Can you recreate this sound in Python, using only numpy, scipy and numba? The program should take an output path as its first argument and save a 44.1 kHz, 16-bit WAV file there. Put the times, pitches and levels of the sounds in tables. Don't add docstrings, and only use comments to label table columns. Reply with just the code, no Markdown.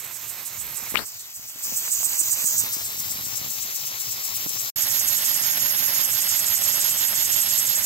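import sys
import numpy as np
from scipy import signal
from scipy.fft import rfft, irfft, next_fast_len
from scipy.io import wavfile
from scipy.ndimage import uniform_filter1d, minimum_filter1d, map_coordinates
from numba import njit

SR = 44100
rng = np.random.default_rng(int(sys.argv[2]) if len(sys.argv) > 2 else 0)


def voltage_ratio(level):
    return 10 ** (np.asarray(level, float) / 20)


def wav_record(signal):
    frames = np.transpose(np.atleast_2d(signal))
    bounded = np.clip(frames, -1, 1)
    quanta = np.round(bounded * 32767).astype(np.int16)
    wavfile.write(sys.argv[1], SR, quanta)


N = 346185
TIME = np.arange(N) / SR
FAR_END_S, NEAR_START_S = 4.698, 4.7585
TOP_HZ = 15790
SLIDE_LEAD_TURNS = .045
RUB_TURNS, RUB_WIDTH_TURNS, RUB_DB = (0.28, 0.74), 0.076, 2.5
CHATTER_HZ, CHATTER_DB = 149, -2
STARVE_DB, STARVE_SLOPE = -22, .9
CANCEL_DB, CANCEL_SLOPE = -6.5, .22

BAND_EDGES = [2600, 3700, 4600, 5600, 7000, 8600, 10200, 11100, 12400, 14200]
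# [pitch_hz, width_hz, level_db]
WHISTLE_FAR = [(11900, 150, 11.5), (8100, 730, 0), (13700, 250, -4)]
WHISTLE_NEAR = [(11453, 150, 11.8), (7070, 200, 7.2), (12500, 360, 2.5)]
# [pitch_hz, left_puff_db, left_out_db, left_back_db, right_puff_db, right_out_db, right_back_db]
STROKE_FAR = [(300, 6, 10, 12.5, 3.5, 2, 1.5), (1090, 7.5, 13.5, 14, -3.5, 4, 5),
              (2470, 4, 7.5, 8.5, -1, -2.5, -1), (4570, 4.5, 5, 5.5, 6.5, 7, 7.5),
              (5160, 3, 4, -0.5, 13.5, 11, 11.5), (6160, 12, 8, 6.5, 14.5, 14, 10.5),
              (7150, 2, -2.5, -1.5, 2.5, -2, -7), (8000, 2, -9, -11.5, 11, -0.5, 1.5),
              (9030, 2, -4.5, -5.5, 8, -3, -5), (10000, 13, -11, -15, 4.5, -5, -7.5),
              (10940, -2.5, -7, -4, 4.5, -4, -3.5), (12670, -7.5, -19, -12, -0.5, 0, 3.5),
              (12700, 2, -1, -5, 12, -15, 3.5), (13550, -5.5, -3, 6, 7.5, 3, 1.5),
              (14150, 5.5, 5.5, -3.5, 12.5, 16, 10), (15500, 5, 2, -2.5, 14, 2, 8)]
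STROKE_NEAR = [(300, 6.5, 10, 9, 5.5, 6, 5), (1150, -2.5, 1.5, -1, -9, -1, 0),
               (2420, -8, -5.5, -5.5, -5, -7, -6), (4050, -7, -1.5, -1, -0.5, 1.5, 5),
               (5050, 2.5, 1.5, 0.5, 6.5, 7.5, 10), (5800, -4, -1, -6.5, 9.5, 5, 7),
               (7600, 4, -7.5, 3.5, 9.5, -3.5, 6), (7930, 2, -2.5, -13, 3, -11.5, -11),
               (9700, -1, -13, -8, 8, 1.5, 3), (10730, 8.5, 3, 2, 9.5, 7, 2),
               (11600, -15, -14, -12, 0.5, 2.5, 4.5), (13900, -4, -2, -0.5, 16, 3.5, 14.5),
               (15200, 6, -1, -8, 4, 8, 7.5)]
VALVE_FAR = (.455, .035)
VALVE_NEAR = (.46, .047)
# [place_turns, length_turns, thud_db, tick_db]
THUDS_FAR = [
    (.25, 0.1, -58.5, -50),
    (0.651, 0.26, -57.5, -55),
]
THUDS_NEAR = [
    (0.198, 0.68, -54.5, -30),
    (.57, 0.11, -59, -39),
]
# [place_turns, peak_db, pitch_hz, ring_cycles]
KNOCKS_FAR = [(.26, -45.5, 116, 5.6), (.45, -49, 113, 4)]
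KNOCKS_NEAR = [(.15, -46, 120, 2.5), (.33, -43, 118, 2), (.555, -38, 106, 2.8), (.8, -45, 120, 2.5)]
# [pitch_hz, width_hz, level_db]
TRAY_MODES = [(68.6, 130, 4), (116, 48, 13), (190, 130, 4.5)]
# [time_s, lag_samples]
LAG = [(0, 0), (.7, 1), (.95, 2), (1.06, 5.5), (1.5, 5.2), (2.5, 6.8), (2.9, 9.5), (3.7, 12), (4.7, 11),
       (4.75, 0)]
# [pitch_hz, likeness_0_to_1]
LIKENESS = [(100, .78), (1500, .76), (2600, .6), (3700, .82), (4500, .6), (5400, .62), (6600, .72),
            (8200, .78), (9100, .82), (10000, .3), (12000, .42)]
# [pitch_hz, lead_half_turns]
TWIST_FAR = [(7000, 0), (7600, -.4), (9000, -.4), (9800, 0)]
TWIST_NEAR = [(300, 0), (2500, -.1), (3400, .35), (3800, .76), (4300, .76), (4700, .45), (4750, -.5),
              (5400, -.85), (5900, -.75), (6000, -1.4), (6400, -1.7), (7000, -1.8), (7600, -1.5),
              (9200, -1.5), (9600, -1.7)]
# [time_s, phase_half_turns]
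ECHO_TURN = [(5.3, 0), (5.5, .36), (5.75, .42), (5.98, .36), (6.2, -.35), (7, -.35), (7.85, -.22)]
ECHO_BANDS = {4: .4, 5: .72, 6: 1.2}
# [pitch_hz, left_db, right_db]
SLIDE_FAR = [(198, -14.5, -8.5), (402, -9, -7.5), (640, -6, -8), (1540, -4, -3), (2180, 4.5, -5),
             (2790, 3, 13.5), (4980, 3.5, 13.5)]
SLIDE_NEAR = [(202, 2.1, 2.6), (390, 0.44, 0.41), (510, 0.91, 0.85), (544, 9.6, 8.2), (1180, 12.4, 10.8),
              (2090, 23, 17.8), (3130, 19, 14), (4570, 10.1, 7.5)]
# [pitch_hz, left_db, right_db]
PORT_FAR = [(4600, 4, 5), (6270, -1, 22.2), (7560, 5, 13.6), (8400, 2, 8.8), (9600, -4.5, 0.66),
            (10670, -26, 4.2), (11400, -24, 11.5), (11440, 34, 8.4), (11340, -2, 11.6), (12200, -1, 12),
            (12200, 17, 9.1), (13700, 5.5, 2.1), (16100, 10.5, 9)]
PORT_NEAR = [(4600, 10, 11), (6000, 12, 15.2), (7000, 14.5, 19.5), (8030, 26.5, 37.7), (9330, 0.5, 11),
             (10700, -8, 8.5), (11160, -3, 21), (11680, 12, 32.7), (12040, 9, 24), (12300, 9, 18),
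             (12770, 12, 22.5), (14100, 9, 9.6), (15500, 20, 10.6)]
# [first_opening_s, start_turns_per_s, top_turns_per_s, time_constant_s]
CRANK_FAR = (-.1643, 3.0756, 7.4704, 16.273)
CRANK_NEAR = (4.654, 5.7015, 9.05, 60)
# [time_s, recorder_gain_db, right_port_facing_jet_0_to_1, left_port_covered_0_to_1]
POSE_FAR = [(0, 1, 0.41, 0.53), (0.66, 2, 0.39, 0.47), (0.902, 5, 0.33, 0.53), (1.048, -4.5, 0.5, 0.18),
            (1.3, -6, 0.4, 0.05), (1.551, -5.5, 0.5, 0.06), (1.66, 2.2, 0.49, 0.01),
            (1.95, 3.5, 0.66, 0.07), (2.62, 6, 0.65, 0.05), (2.68, 5.5, 0.25, 0.07), (3.1, 5, 0.11, 0.06),
            (3.6, 5, 0, 0.01), (4.1, 5.5, 0, 0.04), (4.7, 6.5, 0, 0.01)]
POSE_NEAR = [(4.75, -0.47, 0.47, 0), (5.8, 0.14, 0.33, 0), (7.85, -0.1, 0.1, 0)]
# [left_db, right_db, left_covered_db, left_facing_db, right_facing_db]
BANDS_FAR = [(-49, -52.5, 6.5, -2.1, 2.5), (-51, -57.5, -9, 4, 3), (-50, -50, -18, 4, -5),
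             (-46, -45, -30, 8, -8.7), (-40.5, -58.5, -36, 4, 15), (-39, -53, -29.5, -1, 39),
             (-54.5, -57, 3.5, -12.5, 22), (-56, -49.5, 3, 5, 8.5), (-46.5, -41.5, -16, 3, -1.5),
             (-46.5, -49, -35, 2, 25), (-28.5, -58, -21, 4, 26)]
BANDS_NEAR = [(-41, -42, 0.0, 0.5, 1.4), (-40.5, -39.5, 0.0, -1.5, -4), (-42.5, -36.5, 0.0, 5.5, -4.5),
              (-38.5, -34, 0.0, 3, 1), (-36, -27.5, 0.0, 1, -1.8), (-32, -34, 0.0, -13, -19.5),
              (-40, -35, 0.0, 6.5, 6.5), (-44.5, -32, 0.0, 1, -0.5), (-43.5, -23, 0.0, 9.8, -5.5),
              (-39, -32.5, 0.0, -4, 6), (-30.5, -37, 0.0, 4, 25)]
# [start_s, peak_db, pitch_hz]
CREAKS = [(0.824, -35, 176), (0.921, -29, 218), (1.393, -43, 156), (1.558, -38, 227), (1.66, -42, 231),
          (1.679, -38, 237), (1.693, -38, 220), (1.708, -43, 200), (1.721, -29, 190), (1.728, -32, 547),
          (1.7315, -33, 620), (1.738, -49, 200), (1.799, -38, 600), (1.821, -32, 800), (1.879, -19, 1500),
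          (2.005, -27.5, 707), (2.0295, -38, 854), (2.031, -20.5, 880), (2.212, -29.5, 273),
          (2.441, -29.5, 169), (2.766, -29.5, 270), (3.65, -35, 190), (4.318, -44, 166), (4.461, -23, 209),
          (4.468, -28, 246), (4.505, -39, 190), (4.557, -35, 298)]
# [deepest_swing_s, peak_db]
CHATTER = [(2.586, -39), (2.5967, -43), (2.619, -37.9), (2.6275, -42), (2.6385, -29), (2.6476, -33),
           (2.656, -51), (2.862, -47), (2.921, -42), (3.09, -43), (2.8914, -37), (2.9506, -36), (2.98, -35),
           (3.0012, -32), (3.014, -35), (3.0306, -35.5), (3.061, -37), (3.107, -34), (3.121, -31),
           (3.1346, -43), (3.1466, -39), (3.1607, -34.5), (3.1883, -33), (3.1993, -35.3), (3.2117, -36),
           (3.2386, -35), (3.253, -37), (3.27, -31), (3.286, -36), (3.3044, -46), (3.332, -35),
           (3.4172, -28), (3.449, -31), (3.4645, -31), (3.4787, -33), (3.492, -38.2), (3.501, -41),
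           (3.511, -39.5), (3.559, -40.9)]
# [time_s, resonance_hz, resonance_db, rub_db]
FINGER = [
    (.9415, 900, -69, -55),
    (.944, 870, -45, -28),
    (.953, 1420, -12, -30),
    (0.962, 2500, -31, -33),
    (0.973, 3000, -18, -30),
    (.992, 4130, -33, -28),
    (1.04, 5200, -44, -42),
    (1.06, 5360, -46, -58),
    (1.26, 3800, -47, -62),
]
# [start_s, peak_db, pitch_hz, ring_cycles, rise_ms]
SNAPS = [(.9425, -13, 380, .9, .3), (.9745, -19, 4700, 5, .4), (.9524, -6, 1400, 2.2, .4),
         (.9560, 10.5, 2350, 4.5, .8), (.9571, 5, 1250, 2.3, .3), (.957, 0, 8500, 1, .05),
         (.9565, -1, 5200, 4, .3), (.9708, -9, 3100, 3, .2), (.9563, 3, 3200, 3, .4),
         (.9652, -14, 3000, 4, .4), (.973, -8, 2850, 9, .5), (.9765, -13, 3000, 7, .5),
         (.9915, -8, 1300, 1.5, .2), (.9917, -14, 4200, 4, .2), (1.006, -20, 1200, 1.5, .2)]
# [start_s, end_s, level_db]
SWAYS = [
    (-.2, 0.198, -63),
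    (0.52, 0.79, -48),
    (0.894, 1.08, -47),
    (1.35, 1.45, -56),
    (2.437, 2.74, -58),
    (2.85, 3.6, -54),
    (4.4, 4.546, -70),
]


def unit(x):
    return x / np.sqrt(np.mean(x ** 2, axis=-1, keepdims=True))


def on_log(hz, points, values):
    return np.interp(np.log(hz + 1), np.log(points), values)


def walk(rate, count):
    k = int(SR / rate)
    held = np.repeat(rng.standard_normal(count // k + 1), k)
    return 0.99 * uniform_filter1d(uniform_filter1d(held, k), k)[:count]


def ring(hz, cycles, rise_ms=0.14):
    t = np.arange(int(6 * cycles / hz * SR)) / SR
    decay = np.exp(-t * hz / cycles * 2)
    rise = np.minimum(1000 * t / rise_ms, 1) ** 2
    return np.sin(2 * np.pi * hz * t + .6) * decay * rise


def add(track, s, sound):
    i = int(s * SR)
    track[i:i + len(sound)] += sound[:max(len(track) - i, 0)]


@njit
def sweep(x, hz, sharp):
    y, b, l = np.empty(len(x)), 0., 0.
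    for i in range(len(x)):
        g = np.tan(np.pi * hz[i] / SR)
        v = (b + g * (x[i] - l)) / (1 + g * (g + 1 / sharp))
        b, l, y[i] = 2 * v - b, l + 2 * g * v, v / sharp
    return y


def pair(t, hz, grain):
    shared, *own = rng.standard_normal((3, len(t))) * grain
    source = np.arange(len(t)) - np.interp(t, *np.transpose(LAG))
    late = map_coordinates(shared, [source], order=3, mode="wrap")
    like = np.clip(on_log(hz, *np.transpose(LIKENESS)), 0, 1)
    return np.sqrt(like) * rfft([shared, late]) + np.sqrt(1 - like) * rfft(own)


def bump(turn, place, width, order=2):
    distance = (turn - place + .5) % 1 - .5
    return np.exp(-.5 * np.abs(distance / width) ** order)


def sway():
    low_band = signal.butter(2, [35, 130], "bandpass", fs=SR, output="sos")
    low = unit(signal.sosfilt(low_band, rng.standard_normal((2, N))))
    swell = 0
    for start, end, db in SWAYS:
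        swell = swell + voltage_ratio(db) * np.sin(np.pi * np.clip((TIME - start) / (end - start), 0, 1))
    return low * swell * voltage_ratio([[-2.], [2.]])


def slips():
    pitch = CHATTER_HZ * (1 + 0.17 * np.tanh(rng.standard_normal(len(CHATTER))))
    runs = [(s - .6 / hz, db + CHATTER_DB, hz) for (s, db), hz in zip(CHATTER, pitch)]
    return list(CREAKS) + runs


def finger_rub(track):
    s, hz, cavity_db, rub_db = np.transpose(FINGER)
    inside = (TIME > s[0]) & (TIME < s[-1])
    t = TIME[inside]
    grit = rng.standard_normal((2, len(t))) * voltage_ratio(0.67 * walk(260, len(t)))
    pitch = np.interp(t, s, hz)
    cavity = unit(sweep(sweep(grit[0], pitch, 2.4), pitch, 2.4))
    rub_band = signal.butter(3, [150, 2000], "bandpass", fs=SR, output="sos")
    rub = unit(signal.sosfilt(rub_band, grit[1])) + voltage_ratio(-2.0) * grit[0]
    track[inside] = voltage_ratio(np.interp(t, s, cavity_db)) * cavity + voltage_ratio(np.interp(t, s, rub_db)) * rub


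def hand():
    out = np.zeros((2, N))
    finger_rub(out[0])
    for s, db, hz, cycles, rise_ms in SNAPS:
        add(out[0], s, voltage_ratio(db) * ring(hz, cycles, rise_ms))
    for s, db, hz in slips():
        add(out[1], s, voltage_ratio(db + 8) * ring(1.1 * hz, 1.3, 420 / hz))
        add(out[1], s + .45 / hz, -voltage_ratio(db + 4) * ring(min(4 * hz, 2600), .9))
    return out


def tray(t, hz, turn, thuds, knocks):
    modes = np.sqrt(sum(voltage_ratio(db) ** 2 / (1 + ((hz - f) / w * 2) ** 4) for f, w, db in TRAY_MODES))
    rumble = unit(irfft(modes * pair(t, hz, 1), len(t)))
    out = voltage_ratio(-79.5) * rumble
    for place, width, thud_db, tick_db in thuds:
        out = out + voltage_ratio(thud_db + 1.7 * walk(3.74, len(t))) * bump(turn, place, width) * rumble
        hits = np.flatnonzero(np.diff(np.floor(turn - place - .05)))
        for i, (size, pitch, late) in zip(hits, rng.standard_normal((len(hits), 3))):
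            tick = voltage_ratio(tick_db + 4.3 * size) * ring(2800 * (1 + .15 * np.tanh(pitch)), 1.5)
            start = i / SR + .003 * abs(late)
            add(out[0], start, tick)
            add(out[1], start, 0.47 * tick)
    for place, db, knock_hz, cycles in knocks:
        hits = np.flatnonzero(np.diff(np.floor(turn - place)))
        for i, (size, pitch) in zip(hits, rng.standard_normal((len(hits), 2))):
            knock = voltage_ratio(db + 1.5 * size) * ring(knock_hz * (1 + .06 * pitch), cycles, rise_ms=7.7)
            add(out[0], i / SR, knock)
            add(out[1], i / SR, 1.1 * knock)
    return out


def crank_turns(t, crank):
    first, rate, top, settle = crank
    run = np.maximum(t - first, 0)
    return top * run - (top - rate) * settle * (1 - np.exp(-run / settle))


def escaping_air(t, hz, turn, valve, stroke, twist):
    second, width = valve
    puff_sizes = voltage_ratio(rng.standard_normal(2 * int(turn[-1]) + 4))
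    strength = puff_sizes[(2 * turn + .55).astype(int)]
    puff = np.minimum(1.1 * (bump(turn, 0, width) + bump(turn, second, width)), 1)
    outward = uniform_filter1d(1. * (turn % 1 < second), size=400)
    shares = puff * strength, (1 - puff) * outward, (1 - puff) * (1 - outward)
    phase = np.exp(1j * np.pi * np.outer([0, 1], on_log(hz, *np.transpose(twist))))
    stroke, air = np.transpose(stroke), 0
    for k, share in enumerate(shares):
        colour = voltage_ratio([on_log(hz, stroke[0], stroke[1 + k + 3 * c]) for c in range(2)]) * phase
        turbulence = voltage_ratio(1.0 * walk(300, len(t)))
        air = air + np.sqrt(share) * irfft(colour * pair(t, hz, turbulence), len(t))
    return air


def through_ports(air, hz, ports, whistles):
    ports = np.transpose(ports)
    colour = voltage_ratio([on_log(hz, ports[0], ports[1 + c]) for c in range(2)])
    whistle_db = sum(db / (1 + ((hz - f) / w * 2) ** 2) for f, w, db in whistles)
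    heard = rfft(air) * colour * np.minimum(hz / 150, 1) ** 2
    return heard * voltage_ratio(np.outer([.6, 1], whistle_db))


def engine(t, crank, pose, bands, ports, whistles, twist, stroke, valve, thuds, knocks):
    n, hz = len(t), np.fft.rfftfreq(len(t), 1 / SR)
    turn = crank_turns(t, crank)
    air = through_ports(escaping_air(t, hz, turn, valve, stroke, twist), hz, ports, whistles)
    s, *controls = np.transpose(pose)
    gain_db, facing, covered = (np.interp(t, s, c) for c in controls)
    edges, out = np.log([1] + list(BAND_EDGES) + [SR]), 0
    for k, (left_db, right_db, cover_db, left_turn_db, right_turn_db) in enumerate(bands):
        up, down = (1 / (1 + np.exp((e - np.log(hz + 1)) / .035)) for e in edges[k:k + 2])
        left = left_db + cover_db * covered + left_turn_db * facing
        right = right_db + right_turn_db * facing
        db = np.array([left, right])
        is_slide = k < 3
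        lead = np.exp(2j * np.pi * hz * SLIDE_LEAD_TURNS / crank[1] * is_slide)
        band = unit(irfft(air * (up - down) * lead, n))
        if is_slide:
            db = db + RUB_DB * sum(bump(turn, place, RUB_WIDTH_TURNS) for place in RUB_TURNS)
        if k in ECHO_BANDS:
            echo = np.exp(1j * np.pi * ECHO_BANDS[k] * np.interp(t, *np.transpose(ECHO_TURN)))
            band[1] = np.real(signal.hilbert(band[1]) * echo)
        out = out + band * voltage_ratio(db + gain_db + 1.1 * walk(16, n))
    return out + tray(t, hz, turn, thuds, knocks) * voltage_ratio(gain_db - np.mean(gain_db))


def scene():
    out = hand() + sway()
    split = next_fast_len(int(4.72 * SR))
    rest = next_fast_len(N - split)
    far = engine(TIME[:split], CRANK_FAR, POSE_FAR, BANDS_FAR, SLIDE_FAR + PORT_FAR[1:], WHISTLE_FAR,
                 TWIST_FAR, STROKE_FAR, VALVE_FAR, THUDS_FAR, KNOCKS_FAR)
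    near = engine(TIME[-rest:], CRANK_NEAR, POSE_NEAR, BANDS_NEAR, SLIDE_NEAR + PORT_NEAR[1:], WHISTLE_NEAR,
                  TWIST_NEAR, STROKE_NEAR, VALVE_NEAR, THUDS_NEAR, KNOCKS_NEAR)
    out[:, :split] += far
    out *= TIME < NEAR_START_S
    out[:, -rest:] += near * (TIME[-rest:] >= NEAR_START_S)
    return out


def group_power(z):
    groups = np.abs(z[..., :768, :].reshape(*z.shape[:-2], 64, 12, -1)) ** 2
    return np.repeat(np.mean(groups, axis=-2), 12, axis=-2)


def starve(x):
    hz, _, z = signal.stft(x, SR, "cosine", nperseg=1536, noverlap=768)
    hz = hz[:768, None]
    each = group_power(z)
    around = uniform_filter1d(each.sum(axis=0), size=200, axis=0)
    z[:, :768] *= (each > voltage_ratio(2 * STARVE_DB) * around ** STARVE_SLOPE) | (hz < 7500)
    mid, side = (z[0] + z[1]) / 2, (z[0] - z[1]) / 2
    total = each.sum(axis=(0, 1))
    loud = total / np.median(total)
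    enough = group_power(mid) > voltage_ratio(2 * CANCEL_DB) * loud ** CANCEL_SLOPE * group_power(side)
    mid[:768] *= enough | (np.abs(hz - 5800) > 3600)
    ports = np.array([mid + side, mid - side])
    return signal.istft(ports, SR, "cosine", nperseg=1536, noverlap=768)[1][:, :N]


def band_limit(x):
    return signal.sosfilt(signal.butter(12, 17080, fs=SR, output="sos"), x)


def record(dry):
    peak = np.abs(dry).max(axis=0)
    limit = np.minimum(1 / (peak + 1e-9), 1)
    gain = uniform_filter1d(minimum_filter1d(limit, size=200), size=100)
    size = next_fast_len(N)
    hz = np.fft.rfftfreq(size, 1 / SR)
    passed = np.clip((TOP_HZ - hz) / 60 + .5, 0, 1) / np.sqrt(1 + (45 / (hz + 1)) ** 4)
    x = irfft(rfft(dry * gain, size) * passed, size)[:, :N]
    fading = voltage_ratio(-np.clip(TIME - FAR_END_S, 0, 1) * 3200)
    since = TIME - NEAR_START_S
    opening = np.clip(since / .003, 0, 1) * voltage_ratio(np.interp(since, [0, .03], [-5, 0]))
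    mix = np.clip(starve(x) * np.maximum(fading, opening), -1, 1)
    return band_limit(mix)


dry = scene()
out = record(dry)
wav_record(out)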